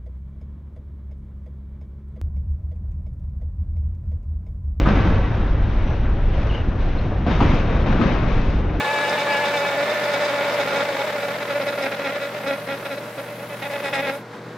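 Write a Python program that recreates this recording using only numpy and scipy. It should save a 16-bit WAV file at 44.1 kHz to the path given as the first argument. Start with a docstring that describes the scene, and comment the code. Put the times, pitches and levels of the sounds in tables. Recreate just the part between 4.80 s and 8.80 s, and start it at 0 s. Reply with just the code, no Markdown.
"""A tall freight car with sheet-metal sides rolls slowly past across an open paved yard.
Its body rumbles; the wheels roar on rough rail and knock over a joint. Each blow thumps the
frame and sets the panels rattling and the hollow body booming. Between knocks a flange
briefly squeals (stick-slip) and scrapes. Near the end the next bogie rolls by."""
import sys
import numpy as np
from scipy import signal
from scipy.fft import rfft, irfft
from scipy.io import wavfile
from scipy.ndimage import uniform_filter1d

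SR = 44100
rng = np.random.default_rng(int(sys.argv[2]) if len(sys.argv) > 2 else 0)


def put_to_file(sound):
    """Save the sound as 16-bit audio at rate SR, in the file named by the first command-line argument."""
    columns = np.atleast_2d(sound).T  # one column per channel
    safe = np.clip(columns, -1, 1)
    whole_steps = np.round(safe * 32767)
    wavfile.write(sys.argv[1], SR, whole_steps.astype(np.int16))


N = 176400

TIME_S, FREQ_HZ = np.arange(N) / SR, np.arange(N // 2 + 1) * SR / N
EARS = np.array([[1], [-1]])  # left, right
PAN_CORNER_HZ, ROLL_PAN_DB = 600, 3.5  # pan: left minus right
# steel resonances of wheels and side sheets: pitch_hz, width_hz, level_db
STEEL_MODES = [(748, 14, -6), (1543, 18, -11), (2580, 130, -14), (3148, 60, -18), (3695, 50, -14.5),
               (5443, 18, -30)]


def undb(db):
    return 10 ** (np.asarray(db) / 20)


def unit(x):
    return x / np.sqrt(np.mean(x ** 2))


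def since(start_s):
    return np.maximum(TIME_S - start_s, 0)


def curve(points):
    """Gain through (freq_hz, level_db) points on a log axis; steep fall past the ends."""
    knots_hz, db = np.array(points, float).T
    hz = np.maximum(FREQ_HZ, 1)
    gain = undb(np.interp(np.log(hz), np.log(knots_hz), db))
    return gain * np.minimum(hz / knots_hz[0], 1) ** 2 * np.minimum(knots_hz[-1] / hz, 1) ** 2


def resonances(modes, size=N):
    """Power-summed gain of (pitch_hz, width_hz, level_db) modes."""
    f = np.fft.rfftfreq(size, 1 / SR) + 1
    return np.sqrt(sum(undb(db) ** 2 / width / (1 + ((f * f - hz * hz) / (f * width)) ** 2) ** 2
                       for hz, width, db in modes))


def noise(gain, pan_db=0):
    """Coloured stereo noise, unit RMS; bass central and alike in both ears."""
    # diffuse share: freq_hz, side_to_mid_db
    width = [(30, -39.5), (85, -22.5), (180, -20.5), (350, -12.5), (700, -12), (1400, -8), (2800, -12),
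             (5500, -4.5)]
    mid, side = rfft(rng.standard_normal((2, N)))
    pan = undb(EARS * pan_db / 2 * FREQ_HZ / (FREQ_HZ + PAN_CORNER_HZ))
    return unit(irfft(gain * pan * (mid + EARS * side * curve(width)), N))


def walk(rate_hz):
    """Smooth random drift, unit RMS."""
    lowpass = np.exp(-(FREQ_HZ / rate_hz) ** 2) * (FREQ_HZ > 0)
    return unit(irfft(rfft(rng.standard_normal(N)) * lowpass, N))


def envelope(attack_s, t60_s, hold_s=0, start_s=0):
    """Linear attack, hold, exponential release."""
    release = np.exp(-np.log(1000) * since(start_s + attack_s + hold_s) / t60_s)
    return np.minimum(since(start_s) / attack_s, 1) * release


def placed(x, start_s, pan_db):
    """Pan all but the bass, then shift to start_s."""
    bass = signal.lfilter(*signal.butter(1, PAN_CORNER_HZ, fs=SR), x + 1e-18)
    panned = bass + (x - bass) * undb(EARS * pan_db / 2)
    shift = round(start_s * SR)
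    skip, delay = max(-shift, 0), max(shift, 0)
    return np.pad(panned[:, skip:N - delay], ((0, 0), (delay, skip)))


def rumble():
    """The heavy body shakes fairly evenly; the upper rumble eases between bogies."""
    # body rumble spectrum: freq_hz, density_db
    spectrum = [(18, -3), (27, 5.5), (35, -7), (47, 3), (62, -2.5), (85, -5.5), (115, -9.5), (160, -29)]
    # rumble above split_hz: time_s, gain_db
    upper_levels = [(0, 4), (0.802, 0.5), (1.25, -1.5), (1.701, -0.5), (2.3, -4.5), (2.7, 0), (3.3, -5.5),
                    (4, -1)]
    split_hz = 54
    shake = noise(curve(spectrum), ROLL_PAN_DB)
    power = uniform_filter1d(abs(signal.hilbert(shake[0])) ** 2, size=4000)
    shake = unit(shake / power ** 0.058)  # slight levelling
    deep = irfft(rfft(shake) / (1 + (FREQ_HZ / split_hz) ** 4), N)
    upper_gain = undb(np.interp(TIME_S, *np.array(upper_levels).T))
    return undb(-18) * (deep + (shake - deep) * upper_gain)


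def rolling():
    """Wheels on rough rail: octave bands swell together and flicker alone; the steel rings faintly."""
    # wheel-on-rail spectrum: freq_hz, density_db
    spectrum = [(90, 0.5), (130, 2.5), (200, -1.5), (245, -4.5), (300, -4.5), (400, -9.5), (560, -11.5),
                (800, -16), (1100, -19), (1600, -21), (2100, -25.5), (2800, -29), (3300, -32.5),
                (3800, -35), (4600, -44.5), (6000, -47), (7300, -66)]
    steady = rfft(noise(curve(spectrum), ROLL_PAN_DB))
    swell_db = 0.5 * walk(rate_hz=0.29)
    octave = np.log2(np.clip(FREQ_HZ, 2 ** 5, 2 ** 13))
    roar = 0
    for k in range(5, 14):
        band = irfft(steady * np.maximum(1 - abs(octave - k), 0), N)
        flicker_db = 1.3 * walk(rate_hz=23)
        roar += band * undb(swell_db + flicker_db)
    return undb(-26) * unit(roar) + undb(-56.5) * noise(resonances(STEEL_MODES), ROLL_PAN_DB)


def rattle():
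    """Envelope of many small contacts between loose sheets, each dying within milliseconds."""
    rate_hz, spread_db, power_share = 180, 6.5, 0.18
    rise_s = decay_s = 0.0013
    contacts = rng.random(N) < rate_hz / SR
    power = contacts * undb(-spread_db * np.clip(rng.standard_normal(N), -2, 2)) ** 2
    for tau_s in (rise_s, decay_s):
        power = signal.lfilter([1], [1, -np.exp(-1 / (tau_s * SR))], power)
    return np.sqrt(1 - power_share + power_share * power / power.mean())


def panels(pan_db=0):
    """Dense panel resonances with a few steel modes standing out."""
    # side panels and hollow body: freq_hz, density_db
    spectrum = [(120, 12), (300, 1.5), (560, 3), (800, -3), (1100, -2.5), (1600, -8), (2100, -8.5),
                (2700, -11.5), (3200, -17), (3800, -19), (4500, -26), (6200, -32), (7500, -55)]
    return noise(curve(spectrum), pan_db) + undb(-20) * noise(resonances(STEEL_MODES), pan_db)


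def clank(pitch_hz):
    """Short steel modes, plus the same pitches scattered from the car's underside."""
    # struck steel modes: pitch_ratio, t60_s, level_db
    modes = [(.83, .055, -5), (1.0, .07, 0), (1.19, .06, -7), (1.45, .04, -18), (2.88, .04, -19)]
    attack_s, scatter_width_hz, size = 0.0012, 260, SR // 2
    ring = sum(undb(db) * np.sin(2 * np.pi * pitch_hz * ratio * TIME_S) * envelope(attack_s, t60_s)
               for ratio, t60_s, db in modes)
    mid, side = rng.standard_normal((2, size))
    hiss = mid + EARS * undb(-9) * side
    colour = resonances([(pitch_hz * ratio, scatter_width_hz, db) for ratio, _, db in modes], size)
    scatter = unit(irfft(rfft(hiss) * colour, size)) * envelope(attack_s, t60_s=0.16)[:size]
    return np.pad(ring[:size] + undb(-9.5) * scatter, ((0, 0), (0, N - size)))


def knocks():
    """Each blow cracks, clanks, thumps the frame and shakes the panels; their treble dies first."""
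    # wheel and running-gear blows:
    # start_s, thump_db, clank_db, clank_hz, crack_db, panel_db, ring_db, pan_db
    blows = [(-.12, -21, -43, 900, -50, -24, -40, -0.5),
             (0.058, -14.5, -17.5, 1220, -29.5, -23.5, -32.5, 1.5),
             (0.152, -21, -26, 600, -32, -29, -37, 1.5), (0.252, -20, -36, 750, -36, -35, -42, 1.5),
             (2.319, -41.5, -22, 590, -55, -56, -60, -1), (2.464, -19.5, -20.5, 680, -28, -24.5, -40, 3.5),
             (2.604, -18, -12.5, 970, -22, -25, -42, 4), (2.624, -16, -17.5, 1080, -27, -31, -45, 4),
             (2.885, -35, -26.5, 710, -40, -28.5, -45, 5), (3.003, -34, -38, 900, -33, -42, -50, 6),
             (3.060, -19.5, -22, 625, -30.5, -26.5, -42, 6), (3.190, -15, -27, 863, -36, -32, -45, 7.5),
             (3.212, -25, -21.5, 1250, -25.5, -24, -40, 7.5)]
    # frame thump: freq_hz, density_db
    thump_spectrum = [(40, -35.5), (90, 9), (140, -0.5), (200, 3.5), (320, -1.5), (480, -24), (900, -20.5)]
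    # steel-on-steel crack: freq_hz, density_db
    crack_spectrum = [(450, 15.5), (1200, -4.5), (1900, -3), (3000, -4.5), (4200, -14.5), (6500, -29)]
    # side-sheet resonances: pitch_hz, width_hz, level_db
    sheet_modes = [(748, 12, -4), (915, 14, -7), (1130, 14, -5), (1319, 14, -6), (1545, 20, -1),
                   (1701, 26, -5)]
    panel_attack_s, panel_hold_s, split_hz = 0.016, 0.054, 1500
    shake, sheets = rattle(), panels()
    low = signal.sosfilt(signal.butter(1, split_hz, fs=SR, output="sos"), sheets)
    thump = noise(curve(thump_spectrum)), envelope(attack_s=0.0056, t60_s=0.81, hold_s=0.0074)
    crack = noise(curve(crack_spectrum)), envelope(attack_s=0.001, t60_s=0.15)
    boom = low * shake, envelope(panel_attack_s, t60_s=2.54, hold_s=panel_hold_s)
    clatter = (sheets - low) * shake, envelope(panel_attack_s, t60_s=1.59, hold_s=panel_hold_s)
    ring = noise(resonances(sheet_modes)), envelope(panel_attack_s, t60_s=1.7)
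    out = 0
    for start_s, thump_db, clank_db, clank_hz, crack_db, panel_db, ring_db, pan_db in blows:
        shift = rng.integers(N)  # no two blows alike
        hit = undb(clank_db) * clank(clank_hz)
        layers = [(thump, thump_db), (crack, crack_db), (boom, panel_db),
                  (clatter, panel_db), (ring, ring_db)]
        for (sound, shape), level_db in layers:
            hit += undb(level_db) * shape * np.roll(sound, shift, axis=1)
        out += placed(hit, start_s, pan_db)
    return out


def flange_squeals():
    """The flange sticks and slips: short rough tones that settle on a wheel resonance."""
    # squeals: start_s, length_s, pitch_hz, overshoot_hz, jitter_ratio, level_db
    squeals = [(0.544, .02, 5440, 2.5, 0.08, -54), (1.055, 0.071, 6000, 2, 0, -61.5),
               (1.685, 0.105, 2820, 400, 0.04, -38.3), (2.162, .035, 4150, 0.5, 0.02, -51),
               (2.5, 0.07, 3700, 5.5, 0.01, -43)]
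    rise_s, settle_s = 0.016, 0.015
    jitter, flutter = walk(rate_hz=250), undb(3.5 * walk(rate_hz=90))
    out = 0
    for start_s, length_s, pitch_hz, overshoot_hz, jitter_ratio, level_db in squeals:
        glide_hz = pitch_hz + overshoot_hz * np.exp(-since(start_s) / settle_s)
        phase = 2 * np.pi * np.cumsum(glide_hz * (1 + jitter_ratio * jitter)) / SR
        shape = envelope(rise_s, t60_s=0.18, hold_s=max(length_s - rise_s, 0), start_s=start_s)
        out += undb(level_db) * shape * flutter * np.sin(phase)
    return out


def flange_scrapes():
    """Gritty scrapes against the rail that stir the panels."""
    # flange contacts: start_s, length_s, hiss_db, panel_db
    scrapes = [(0.865, 0.28, -65, -34.5), (1.52, 0.26, -51.5, -32), (1.98, 0.302, -61, -35),
               (2.492, 0.15, -43.5, -37), (2.668, 0.136, -42.5, -31.5), (3.45, 0.31, -47, -46)]
    # friction hiss: freq_hz, density_db
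    spectrum = [(1200, -21.5), (2500, 4.5), (3800, -2), (4600, -6.5), (6100, -11.5), (7500, -24.5)]
    edge_s = 0.025
    grit, hiss, sheets = rattle(), noise(curve(spectrum), pan_db=8.5), panels(ROLL_PAN_DB)
    out = 0
    for start_s, length_s, hiss_db, panel_db in scrapes:
        rub = np.minimum(since(start_s) / edge_s, 1) * np.exp(-since(start_s + length_s) / edge_s)
        out += rub * grit * (undb(hiss_db) * hiss + undb(panel_db) * sheets)
    return out


def bogie():
    """Rattling swells and fades as the next bogie rolls by."""
    nearest_s, sigma_s = 3.55, 0.085
    swell = np.exp(-0.5 * ((TIME_S - nearest_s) / sigma_s) ** 2)
    return undb(-31) * swell * panels(pan_db=6.5) * rattle()


def scene():
    """Steady rumble and roar, wheel noises on top."""
    return rumble() + rolling() + knocks() + flange_squeals() + flange_scrapes() + bogie()


def record(dry):
    """Steep low-pass."""
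    cutoff_hz = 7300
    return signal.sosfilt(signal.ellip(8, 0.2, 70, cutoff_hz, fs=SR, output="sos"), dry)


dry = scene()
out = record(dry)
put_to_file(out)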